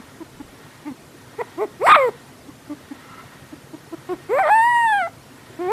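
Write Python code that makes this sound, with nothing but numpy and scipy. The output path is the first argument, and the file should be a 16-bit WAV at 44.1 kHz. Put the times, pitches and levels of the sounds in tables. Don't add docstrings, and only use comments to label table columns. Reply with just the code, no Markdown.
import sys
import numpy as np
from scipy import signal
from scipy.fft import rfft, irfft, next_fast_len
from scipy.io import wavfile
from scipy.ndimage import uniform_filter1d, minimum_filter1d, map_coordinates

SR = 44100
rng = np.random.default_rng(int(sys.argv[2]) if len(sys.argv) > 2 else 0)


def invert_db(x):
    u = np.asarray(x, float) / 20
    return 10 ** u


def store_wav(level_fs):
    pcm = np.round(np.clip(np.atleast_2d(level_fs), -1, 1) * 32767)
    wavfile.write(sys.argv[1], SR, pcm.T.astype(np.int16))


N = 252246
CUTOFF_HZ = 15720

# (frequency [Hz], level [dB])
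THROAT_SHUT = [(120, -9), (240, 3), (600, 0), (1100, 2), (1350, -2), (1600, -5.5), (2150, 6.5),
               (2600, -6.5), (2900, -13), (3600, -22.5), (4400, -18), (6600, -30), (8200, -11.5),
               (15500, -28)]
# (frequency [Hz], level [dB])
THROAT_OPEN = [(100, 6), (500, -2.5), (1100, 4.5), (1900, 3), (2600, -18.5), (3100, -10), (3500, -7),
               (3800, -15), (4700, -23.5), (5400, -32), (6600, -23), (8200, -6.5), (12000, -26),
               (14000, -39)]


def voice():
    rasp_db, hiss_db = -6.5, -27.0
    bright_base_db, bright_per_effort, bright_per_level = -4.5, -0.18, 0.98
    squeal_hz, squeal_dull_db = 1180, 7
    phrases = cries()
    rows = np.array(sorted(row for phrase in phrases for row in phrase))
    t = np.arange(N) / SR
    controls = [np.interp(t, rows[:, 0], c) for c in rows[:, 1:].T]
    pitch_hz, level_db, effort_db, mouth = uniform_filter1d(controls, round(.004 * SR))
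    mouth = np.clip(mouth, 0, 1)
    times = [(p[0][0] - .003, p[-1][0] + 0.0014) for p in phrases]
    sounding = spans(times, np.ones(len(phrases)), 0.004)

    wander = drift(14, count=9) * .8 + drift(55, count=9) * .6
    tremor = np.roll(wander[0], N // 3) * np.sin(2 * np.pi * 45 * t)
    pitch_hz = pitch_hz * (1 + .005 * drift(28, count=1)[0] + .0025 * tremor)
    chaos, depth, divisor = beat_breaks()

    bright_db = bright_base_db + bright_per_effort * (effort_db + 7.5)
    bright_db += bright_per_level * np.minimum(level_db + 9.5, 0) * mouth
    squeal = np.clip((pitch_hz - squeal_hz) / 150 + 1, 0, 1)
    bright_db -= squeal_dull_db * squeal * (1 + 0.51 * chaos)

    cycles = np.cumsum(pitch_hz) / SR
    chance = signal.hilbert(rng.standard_normal(8192))
    strong, early = [map_coordinates(c, [cycles], order=3) for c in (chance.real, chance.imag)]
    subtone = 2 * np.pi * cycles / divisor
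    slip_cycles = (.0012 + .13 * chaos) * early + .085 * depth * np.sin(subtone)
    folds = harmonic_stack(sounding, pitch_hz, effort_db, bright_db, mouth, chaos, wander, cycles, slip_cycles)
    folds *= 1 + (.02 + .2 * chaos) * np.tanh(strong)
    folds *= 1 + .62 * depth * np.cos(subtone)

    puff = 1 + 0.15 * np.cos(2 * np.pi * cycles)
    rasp = coloured_noise([(300, -9.0), (1000, 1.0), (3900, -14.0), (5000, -16.0)])
    folds += invert_db(rasp_db) * chaos * puff * rasp
    folds *= invert_db(level_db + .9 * drift(30, count=1)[0]) * sounding
    hiss = coloured_noise([(6000, -48), (7200, -4), (8300, -2.5), (10000, -20), (12500, -0.5),
                           (14500, -18), (16000, -20)])
    hiss *= puff * invert_db(level_db + bright_db + hiss_db) * sounding
    hiss *= 0.043 + 0.52 * (1 - mouth) + uniform_filter1d(chaos, round(.03 * SR))

    pressure = invert_db(level_db) * sounding * np.minimum(0.11 + chaos, 1)
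    through_throat = filtered(folds * mouth, THROAT_OPEN) + filtered(folds * (1 - mouth), THROAT_SHUT)
    return through_throat + hiss, pressure, sounding


def cries():
    # (start [s], length [s], peak [dB], pitch [Hz], sag [Hz])
    whimpers = [(-.02, 0.033, -35, 241.3, 20), (0.201, 0.036, -31, 337.8, 70),
                (0.397, 0.026, -29, 285.2, 16), (2.482, 0.024, -34, 289.7, 5.5),
                (2.693, 0.05, -29, 293, 4.1), (2.907, 0.028, -29, 280.5, 21),
                (3.523, 0.025, -33.5, 301, 4.1), (3.732, 0.027, -30.5, 316.4, 12.3),
                (3.922, 0.032, -28, 334.8, 28)]
    # (time [s], pitch [Hz], level [dB], effort [dB/octave], mouth [0 shut to 1 open])
    groan = [(.851, 266.9, -49, -10, 0.085), (.859, 278.7, -32.5, -8.5, 0.0795),
             (.88, 307.8, -26.5, -9, .08), (.908, 261.2, -34.5, -11.5, 0.072), (.924, 245, -30, -15, 0.048),
             (.935, 234.5, -57, -14, .08)]
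    grumble = [(4.086, 347.7, -59, -9, 0.13), (4.091, 355.4, -28.5, -5, .12), (4.104, 369.3, -25, -9, .12),
               (4.126, 365.5, -21.5, -10.5, .12), (4.138, 336, -21.5, -12.5, .12),
               (4.143, 293.5, -34, -3.5, 0.14), (4.152, 290, -36, -12, .12), (4.157, 285, -52, -14, .12)]
    yip = [(1.383, 384.6, -42, -7, 0.1), (1.391, 425.7, -24, -12, 0.11), (1.406, 507, -23.5, -7, .11),
           (1.416, 463, -21.5, -5.5, 0.1), (1.42, 425, -24.5, -11, 0.073), (1.426, 420, -32, -11, .09),
           (1.432, 420.5, -57, -3, 0.097)]
    second_yip = [(1.569, 275.8, -46, -13, .06), (1.582, 325.4, -26.5, -6.5, .06),
                  (1.606, 395.5, -22.5, -6, 0.058), (1.627, 436.6, -18.5, -10, 0.055),
                  (1.645, 421.2, -22.5, -8.5, 0.062), (1.654, 342, -26, -13, 0.062),
                  (1.659, 317, -30, -21, 0.066)]
    # (time [s], pitch [Hz], level [dB], effort [dB/octave], mouth [0-1])
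    yelp_rise = [(1.798, 327.6, -37, -15, 0.068), (1.802, 342, -35, -9, 0.068),
                 (1.817, 394, -21, -9.5, 0.071), (1.865, 753.8, -14, -7, 0.083)]
    yelp = [(1.871, 925, -14, -2.5, 0.47), (1.886, 1000, -11, -10.5, 0.65), (1.897, 1202, -12.5, -4, 0.73),
            (1.928, 1237, 1.5, -3.5, 0.95), (1.937, 1200, -7, -3.5, 0.87), (1.943, 1032, -12, -6, 0.71),
            (1.95, 1398, 0, -3, 0.65), (1.954, 1250, -9.5, -2.5, 0.52), (1.959, 1234, -2, -3.5, 0.69)]
    yelp_tail = [(1.963, 650, -13.5, -7.5, 0.3), (1.975, 600.5, -17, -8, .09),
                 (2, 548.4, -16.5, -10.5, 0.098), (2.05, 499.6, -16.5, -10, 0.078),
                 (2.081, 465, -17.5, -11, 0.073), (2.093, 405.5, -19.5, -9.5, 0.057),
                 (2.103, 350.5, -40, -9, 0.058)]
    # (time [s], pitch [Hz], level [dB], effort [dB/octave], mouth [0-1])
    howl_onset = [(4.29, 355.3, -39, -8, 0.11), (4.297, 366.3, -23.5, -10.5, 0.096),
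                  (4.332, 492.7, -17, -11.5, 0.054), (4.384, 607, -17.5, -7.5, 0.091),
                  (4.389, 767, -17.5, -7, 0.36), (4.42, 785, -14.5, -8.5, 0.25),
                  (4.428, 716, -19.5, -7.5, 0.41), (4.436, 655, -17.5, -8, 0.5),
                  (4.459, 590, -17.5, -8, 0.55), (4.479, 612, -18, -6.5, 0.7), (4.484, 630, -20, -6, 0.52),
                  (4.49, 679, -17, -8.5, .45)]
    howl = [(4.503, 809.6, -15, -8, 0.4), (4.52, 853, -11.5, -8.5, 0.16), (4.56, 900, -13, -7.5, 0.38),
            (4.604, 900, -13, -7.5, 0.52), (4.64, 934, -13.5, -6.5, 0.31), (4.68, 969, -15, -6.5, 0.57),
            (4.738, 956.4, -15, -5, 1), (4.818, 931, -18.5, -3, 0.99), (4.858, 917.6, -14, -8.5, 0.362)]
    howl_fall = [(4.889, 872, -16.5, -4, 0.97), (4.915, 868, -17, -4.5, 0.88),
                 (4.94, 816.4, -15.5, -5, 0.87), (4.98, 811.6, -17.5, -5, 1), (5.008, 744, -22.5, -4, 0.86),
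                 (5.015, 733, -20, -6, 0.91), (5.024, 701, -21.5, -5, 0.81),
                 (5.041, 667.5, -23.5, -4.5, 0.98), (5.067, 678, -26.5, -6.5, 0.98),
                 (5.071, 699, -29, -8, .8), (5.074, 834, -26.5, -14, 0.45), (5.08, 817, -31, -18, .4),
                 (5.083, 704, -35, -20, 0.36), (5.098, 690, -42, -20, .33)]
    next_howl = [(5.585, 315, -55, -11, 0.11), (5.591, 320.5, -28.5, -12.5, 0.093),
                 (5.617, 353.6, -23.5, -9.5, 0.14), (5.678, 368.7, -22.5, -10.5, 0.27),
                 (5.7, 410.5, -21, -7.5, 0.23), (5.72, 465.6, -18.5, -10, 0.21)]
    phrases = [short_cry(w) for w in whimpers]
    phrases += [groan, grumble, yip, second_yip]
    phrases += [yelp_rise + yelp + yelp_tail, howl_onset + howl + howl_fall, next_howl]
    return phrases


def short_cry(row):
    attack_s, release_s, fade_db, droop_db = 0.0049, 0.0098, 23, 3.5
    top_at, loudest_at = 0.247, 0.61
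    scoop = .2
    grunt_effort_db, effort_per_level, nearly_shut = -11, 0.23, 0.34
    start, length, peak_db, top_hz, sag_hz = row
    t = np.linspace(0, length, num=19)
    rising = t / (top_at * length) - 1
    falling = (t / length - top_at) / (1 - top_at)
    away = np.where(t < top_at * length, rising, falling)
    pitch_hz = top_hz - sag_hz * away ** 2 * np.where(away < 0, scoop, 1)
    fade = np.maximum(1 - t / attack_s, 0) ** 2 + np.maximum(1 - (length - t) / release_s, 0) ** 2
    level_db = peak_db - fade_db * fade - droop_db * (2 * (t / length - loudest_at)) ** 2
    effort_db = grunt_effort_db + effort_per_level * (peak_db + 27)
    return [(start + s, f, d, effort_db, nearly_shut) for s, f, d in zip(t, pitch_hz, level_db)]


def beat_breaks():
    # (start [s], end [s], chaos [0-1], subtone depth [0-1], subtone period [cycles])
    breaks = [(.195, .24, .08, 0, 2), (.39, .425, .12, 0, 2), (.85, .935, .04, 0, 2),
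              (4.29, 4.382, .1, 0, 2), (4.402, 4.427, .07, .05, 3), (4.427, 4.45, .12, .1, 3),
              (1.412, 1.421, .4, .6, 2), (1.612, 1.65, .05, .7, 2), (1.866, 1.9, .7, .5, 3),
              (1.9, 1.922, .75, .3, 2), (1.922, 1.946, .1, .03, 2), (1.946, 1.954, .55, .5, 3),
              (1.954, 1.961, .4, .8, 2), (1.8, 1.866, .1, 0, 2), (1.962, 1.986, .05, .05, 2),
              (1.986, 2.02, .05, .1, 2), (2.02, 2.088, .03, .03, 2), (2.088, 2.105, .35, .2, 2),
              (4.136, 4.155, .2, .1, 2), (4.383, 4.402, .35, .5, 3), (4.45, 4.474, .14, .4, 2),
              (4.474, 4.5, .4, .55, 3), (4.5, 5.072, .006, 0, 2), (5.072, 5.082, .25, .5, 2),
              (2.68, 2.96, .06, 0, 2), (3.5, 3.97, .1, 0, 2), (4.08, 4.136, .04, 0, 2)]
    times = [b[:2] for b in breaks]
    chaos, depth = [spans(times, [b[k] for b in breaks], .008) for k in (2, 3)]
    divisor = np.where(spans(times, [b[4] for b in breaks], 1 / SR) > 2.5, 3, 2)
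    return chaos, depth, divisor


def harmonic_stack(sounding, pitch_hz, effort_db, bright_db, mouth, chaos, wander, cycles, slip_cycles):
    # (centre [Hz], width [Hz], gain [dB], start [s], end [s])
    pockets = [(3756, 96, -3.5, 4.3, 4.86), (3520, 200, -14, 4.545, 4.58), (5600, 410, 0, 4.5, 4.3),
               (11000, 3100, 6.5, 4.55, 4.98), (1000, 150, 5.5, .19, .24), (650, 120, -2, .19, .24),
               (840, 130, 7, .39, .43), (570, 100, -7, 0.36, 0.47), (890, 150, 4.5, .85, .94),
               (1482, 153, 3.5, 4.08, 4.16), (2112, 140, 6, 4.08, 4.108), (2180, 450, -14, 3.4, 4.16),
               (1953, 220, 4, 4.425, 4.45), (2090, 440, -8, 1.57, 1.8), (2320, 220, 2, 1.965, 2.03),
               (3150, 250, 11, 1.99, 2.055), (2030, 150, 0.5, 5.5, 4.9), (1800, 325, -24, 1.825, 1.866),
               (567, 99, -11, .85, .94), (1610, 210, -19, 1.4, 1.67), (1550, 130, -6, 1.2, 1.6),
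               (2360, 227, -13, 1.4, 1.4), (2130, 170, 2.5, 1.936, 1.947), (3140, 210, 4.5, 1.936, 1.947),
               (860, 151, 7.5, 5.58, 5.72), (1157.5, 120, -5.5, 5.58, 5.72), (8680, 280, -6.5, 4.1, 4.99),
               (580, 100, -13, 2.47, 2.52), (870, 110, -3, 2.68, 2.76), (1160, 117, 5, 2.68, 2.76),
               (852, 110, 5, 2.9, 2.95), (1133, 114, -8, 2.9, 3.8), (570, 90, -10, 2.9, 2.95),
               (4583, 720, -4.5, 4.8, 5), (1240, 270, -5, .85, 0.87), (2764, 270, 3, 3.4, 5.09)]
    lost_db, spread_rad = 4.5, -0.4
    on = np.flatnonzero(sounding > 0)
    tone, heard_power = np.zeros(len(on)), 1e-12
    for k in range(1, 25):
        partial_hz = k * pitch_hz[on]
        source_db = effort_db[on] * np.log2(min(k, 6))
        source_db = source_db + bright_db[on] * (partial_hz > 6000)
        source_db = source_db + 3 * wander[k % 9, on] * min(k - 1, 3) / 3
        source_db = source_db - lost_db * chaos[on] * (k > 3)
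        for pocket_hz, width_hz, pocket_db, start, end in pockets:
            held = slice(*np.searchsorted(on, [start * SR, end * SR]))
            source_db[held] += pocket_db * np.exp(-((partial_hz[held] - pocket_hz) / width_hz) ** 2)
        gain = invert_db(source_db - 2.5 * max(k - 14, 0)) * (partial_hz < CUTOFF_HZ)
        blur = k ** .8
        phase = 2 * np.pi * (k * cycles[on] + blur * slip_cycles[on]) - spread_rad * k ** 2
        tone += gain * np.cos(phase)
        throat = mouth[on] * invert_db(at_hz(THROAT_OPEN, partial_hz))
        throat += (1 - mouth[on]) * invert_db(at_hz(THROAT_SHUT, partial_hz))
        heard_power = heard_power + (gain * throat) ** 2 / 2
    folds = np.zeros(N)
    folds[on] = tone / np.sqrt(heard_power)
    return folds


def muffled(x, rows):
    result = x.copy()
    for start, end, low_hz, high_hz, gain_db in rows:
        near = slice(round((start - .05) * SR), round((end + .05) * SR))
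        bandpass = signal.butter(6, [low_hz, high_hz], "band", fs=SR, output="sos")
        band = signal.sosfiltfilt(bandpass, x[near])
        result[near] += (invert_db(gain_db) - 1) * spans([(start, end)], [1], .006)[near] * band
    return result


def gust():
    # (start [s], end [s], level [dB])
    rush = (1.85, 1.915, -38)
    swell = spans([rush[:2]], [invert_db(rush[2])], 0.043)
    return swell * coloured_noise([(3000, -18), (4600, 3.0), (5800, -8), (6600, -26), (7500, 4.0),
                                   (9500, -3), (13000, -10), (15500, -22)])


def breathing(pressure, sounding):
    # (frequency [Hz], width [Hz], level [dB])
    nose = [(840, 520, -4.5), (1306, 890, -1.5), (1866, 42, -5.5), (2020, 540, -7), (3200, 2200, -6.5)]
    # (start [s], end [s], level [dB])
    breaths = [(0, 0.15, -53.5), (0.56, 0.819, -52), (1.303, 1.682, -51.5), (1.996, 2.195, -49),
               (2.762, 3.523, -52.5), (3.877, 4.45, -55), (5.351, 5.72, -54)]
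    # (time [s], level [dB])
    snuffle_points = [(3.0, -55), (3.08, -50), (3.13, -42), (3.16, -49), (3.2, -40.5), (3.24, -58),
                      (3.35, -51)]
    # (frequency [Hz], width [Hz], level [dB])
    snout = [(690, 110, -20), (1040, 230, 10.5), (1320, 130, 15.5), (2050, 131, 8.5), (2830, 150, 1.5)]
    swell_s, resting_db, leak_db = 0.33, -60.5, -18.5
    t = np.arange(N) / SR
    swell = invert_db(resting_db) + spans([b[:2] for b in breaths], [invert_db(b[2]) for b in breaths], swell_s)
    flow = swell * (1 - 0.17 * sounding) + invert_db(leak_db) * pressure
    snuffle_db = np.interp(t, *np.transpose(snuffle_points), left=-120, right=-120)
    snuffle = rms_one(resonant_noise(snout)) * invert_db(snuffle_db)
    return rms_one(resonant_noise(nose)) * flow + snuffle


def room(x):
    t60_s, wet_db, echo_s, echo_db = .25, -24.5, .072, -35
    t = np.arange(round(.5 * SR)) / SR
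    tail = rng.standard_normal(len(t)) * invert_db(-60 * t / t60_s) * (t > .006)
    tail[round(echo_s * SR)] += invert_db(echo_db - wet_db) * np.sqrt(np.sum(tail ** 2))
    tail = signal.lfilter([1], [1, -.6], tail)
    return invert_db(wet_db) * signal.fftconvolve(x, tail / np.sqrt(np.sum(tail ** 2)))[:N]


def handling():
    # (start [s], end [s], level [dB])
    bumps = [(0.336, 0.52, -52), (1.864, 1.94, -53), (4.1, 4.195, -58), (5.661, 5.71, -62)]
    swell = spans([b[:2] for b in bumps], [invert_db(b[2]) for b in bumps], 0.065)
    return swell * coloured_noise([(15, -15), (30, 8.0), (60, 10), (200, -4), (400, -64)])


def hum_and_hiss():
    # (frequency [Hz], level [dB])
    floor_spectrum = [(12, -40), (20, -37), (137, -5.5), (181, -13), (245, -14), (343, -12.5), (707, -19),
                      (790, -21.5), (908, -19.5), (1040, -21), (1130, -21.5), (3360, -29.5), (11100, -34.5),
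                      (15600, -42)]
    # (frequency [Hz], width [Hz], level [dB])
    drone = [(131.9, 6.5, -60.5), (253.4, 41, -55.5)]
    return invert_db(-45.5) * mottled(coloured_noise(floor_spectrum)) + resonant_noise(drone)


def mottled(x):
    mottle_db = 3.0
    cells = signal.stft(x, nperseg=1024)[2]
    blotches = uniform_filter1d(rng.standard_normal(cells.shape), size=3, axis=0) * np.sqrt(3)
    return rms_one(signal.istft(cells * invert_db(mottle_db * blotches), nperseg=1024)[1][:N])


def rms_one(x):
    return x / np.sqrt(np.mean(x ** 2) + 1e-20)


def at_hz(points, freq_hz):
    points = np.array(points)
    return np.interp(np.log(freq_hz), np.log(points[:, 0]), points[:, 1])


def filtered(x, spectrum):
    size = next_fast_len(N + 4096)
    freq_hz = np.maximum(np.arange(size // 2 + 1) * SR / size, 1)
    return irfft(rfft(x, size) * invert_db(at_hz(spectrum, freq_hz)), size)[:N]


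def coloured_noise(spectrum):
    return rms_one(filtered(rng.standard_normal(N), spectrum))


def resonant_noise(modes):
    total = 0
    for mode_hz, width_hz, level_db in modes:
        r = np.exp(-np.pi * width_hz / SR)
        poles = [1, -2 * r * np.cos(2 * np.pi * mode_hz / SR), r * r]
        once = signal.lfilter([1, 0, -1], poles, rng.standard_normal(N))
        twice = signal.lfilter([1, 0, -1], poles, once)
        total = total + invert_db(level_db) * rms_one(twice)
    return total


def spans(rows, values, fade_s):
    held = np.zeros(N)
    for (start, end), value in zip(rows, values):
        held[max(round(start * SR), 0):round(end * SR)] = value
    return uniform_filter1d(held, round(fade_s * SR), mode="nearest")


def drift(rate_hz, count):
    steps = rng.standard_normal((count, 400))
    at = np.minimum(np.arange(N) / SR * rate_hz, 398)
    return np.array([map_coordinates(s, [at], order=3) for s in steps])


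def scene():
    # (start [s], end [s], low [Hz], high [Hz], gain [dB])
    muffles = [(1.913, 1.985, 4200, 7000, -26), (1.385, 1.43, 2700, 6800, -18),
               (4.29, 4.5, 2650, 6800, -8.5), (4.445, 4.5, 160, 450, -8), (1.57, 1.665, 2330, 6800, -12),
               (1.57, 1.61, 1750, 2330, -5), (4.99, 5.02, 2600, 3300, -6), (1.8, 1.858, 2850, 4500, -10),
               (1.965, 2.11, 2450, 2900, -7), (2.055, 2.11, 2900, 4200, -6), (1.93, 1.975, 7000, 11000, -6),
               (5.02, 5.09, 2350, 4000, -8), (2.082, 2.11, 1400, 2700, -9), (5.0, 5.09, 9000, 13000, -9),
               (4.65, 4.86, 3550, 4150, -8), (4.545, 4.58, 3300, 3900, -7), (1.975, 2.085, 1420, 1780, -6),
               (5.076, 5.1, 950, 2200, -7), (1.866, 1.962, 2250, 2900, 5), (1.902, 1.926, 3500, 4250, 4),
               (1.875, 1.9, 2900, 4500, 3), (1.41, 1.424, 600, 1000, 4), (4.436, 4.446, 3100, 3450, 5),
               (4.467, 4.483, 3050, 3500, 6), (4.405, 4.42, 2900, 3300, 5), (1.946, 1.964, 3400, 4100, 4),
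               (1.972, 2.04, 2050, 2450, 4), (2.04, 2.085, 1800, 2150, 3), (1.965, 2.04, 3400, 4200, -7),
               (1.934, 1.948, 1900, 2350, 4), (1.962, 1.98, 1450, 2200, -6), (4.43, 4.447, 1850, 2200, 4),
               (4.472, 4.484, 1850, 2200, 5), (4.383, 4.405, 160, 450, -8), (4.6, 5.0, 5250, 6200, -7),
               (4.45, 4.5, 3500, 4500, 6), (4.375, 4.405, 3500, 4600, 5), (.85, .93, 1050, 1350, -5),
               (1.385, 1.425, 1250, 1600, 4)]
    # (start [s], end [s], low [Hz], high [Hz], gain [dB])
    thinned = [(1.845, 1.98, 6250, 6900, -14), (1.97, 2.07, 5700, 6600, -6), (4.4, 4.66, 6300, 7100, -6)]
    puppy, pressure, sounding = voice()
    no_bass = signal.butter(2, 120, "high", fs=SR, output="sos")
    puppy = signal.sosfiltfilt(no_bass, muffled(puppy, muffles)) + gust()
    background = hum_and_hiss() + handling()
    mix = puppy + room(puppy) + breathing(pressure, sounding) + background
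    return muffled(mix, thinned)[None, :]


def top_cut(x):
    return signal.sosfilt(signal.butter(12, 15700, fs=SR, output="sos"), x)


def record(dry):
    hold = round(.004 * SR)
    allowed = np.minimum(.9 / (np.abs(dry) + 1e-9), 1)
    gain = uniform_filter1d(minimum_filter1d(allowed, 2 * hold), hold)
    lowpass = signal.cheby2(12, 70, CUTOFF_HZ + 600, fs=SR, output="sos")
    return top_cut(signal.sosfilt(lowpass, dry * gain))


dry = scene()
out = record(dry)
store_wav(out)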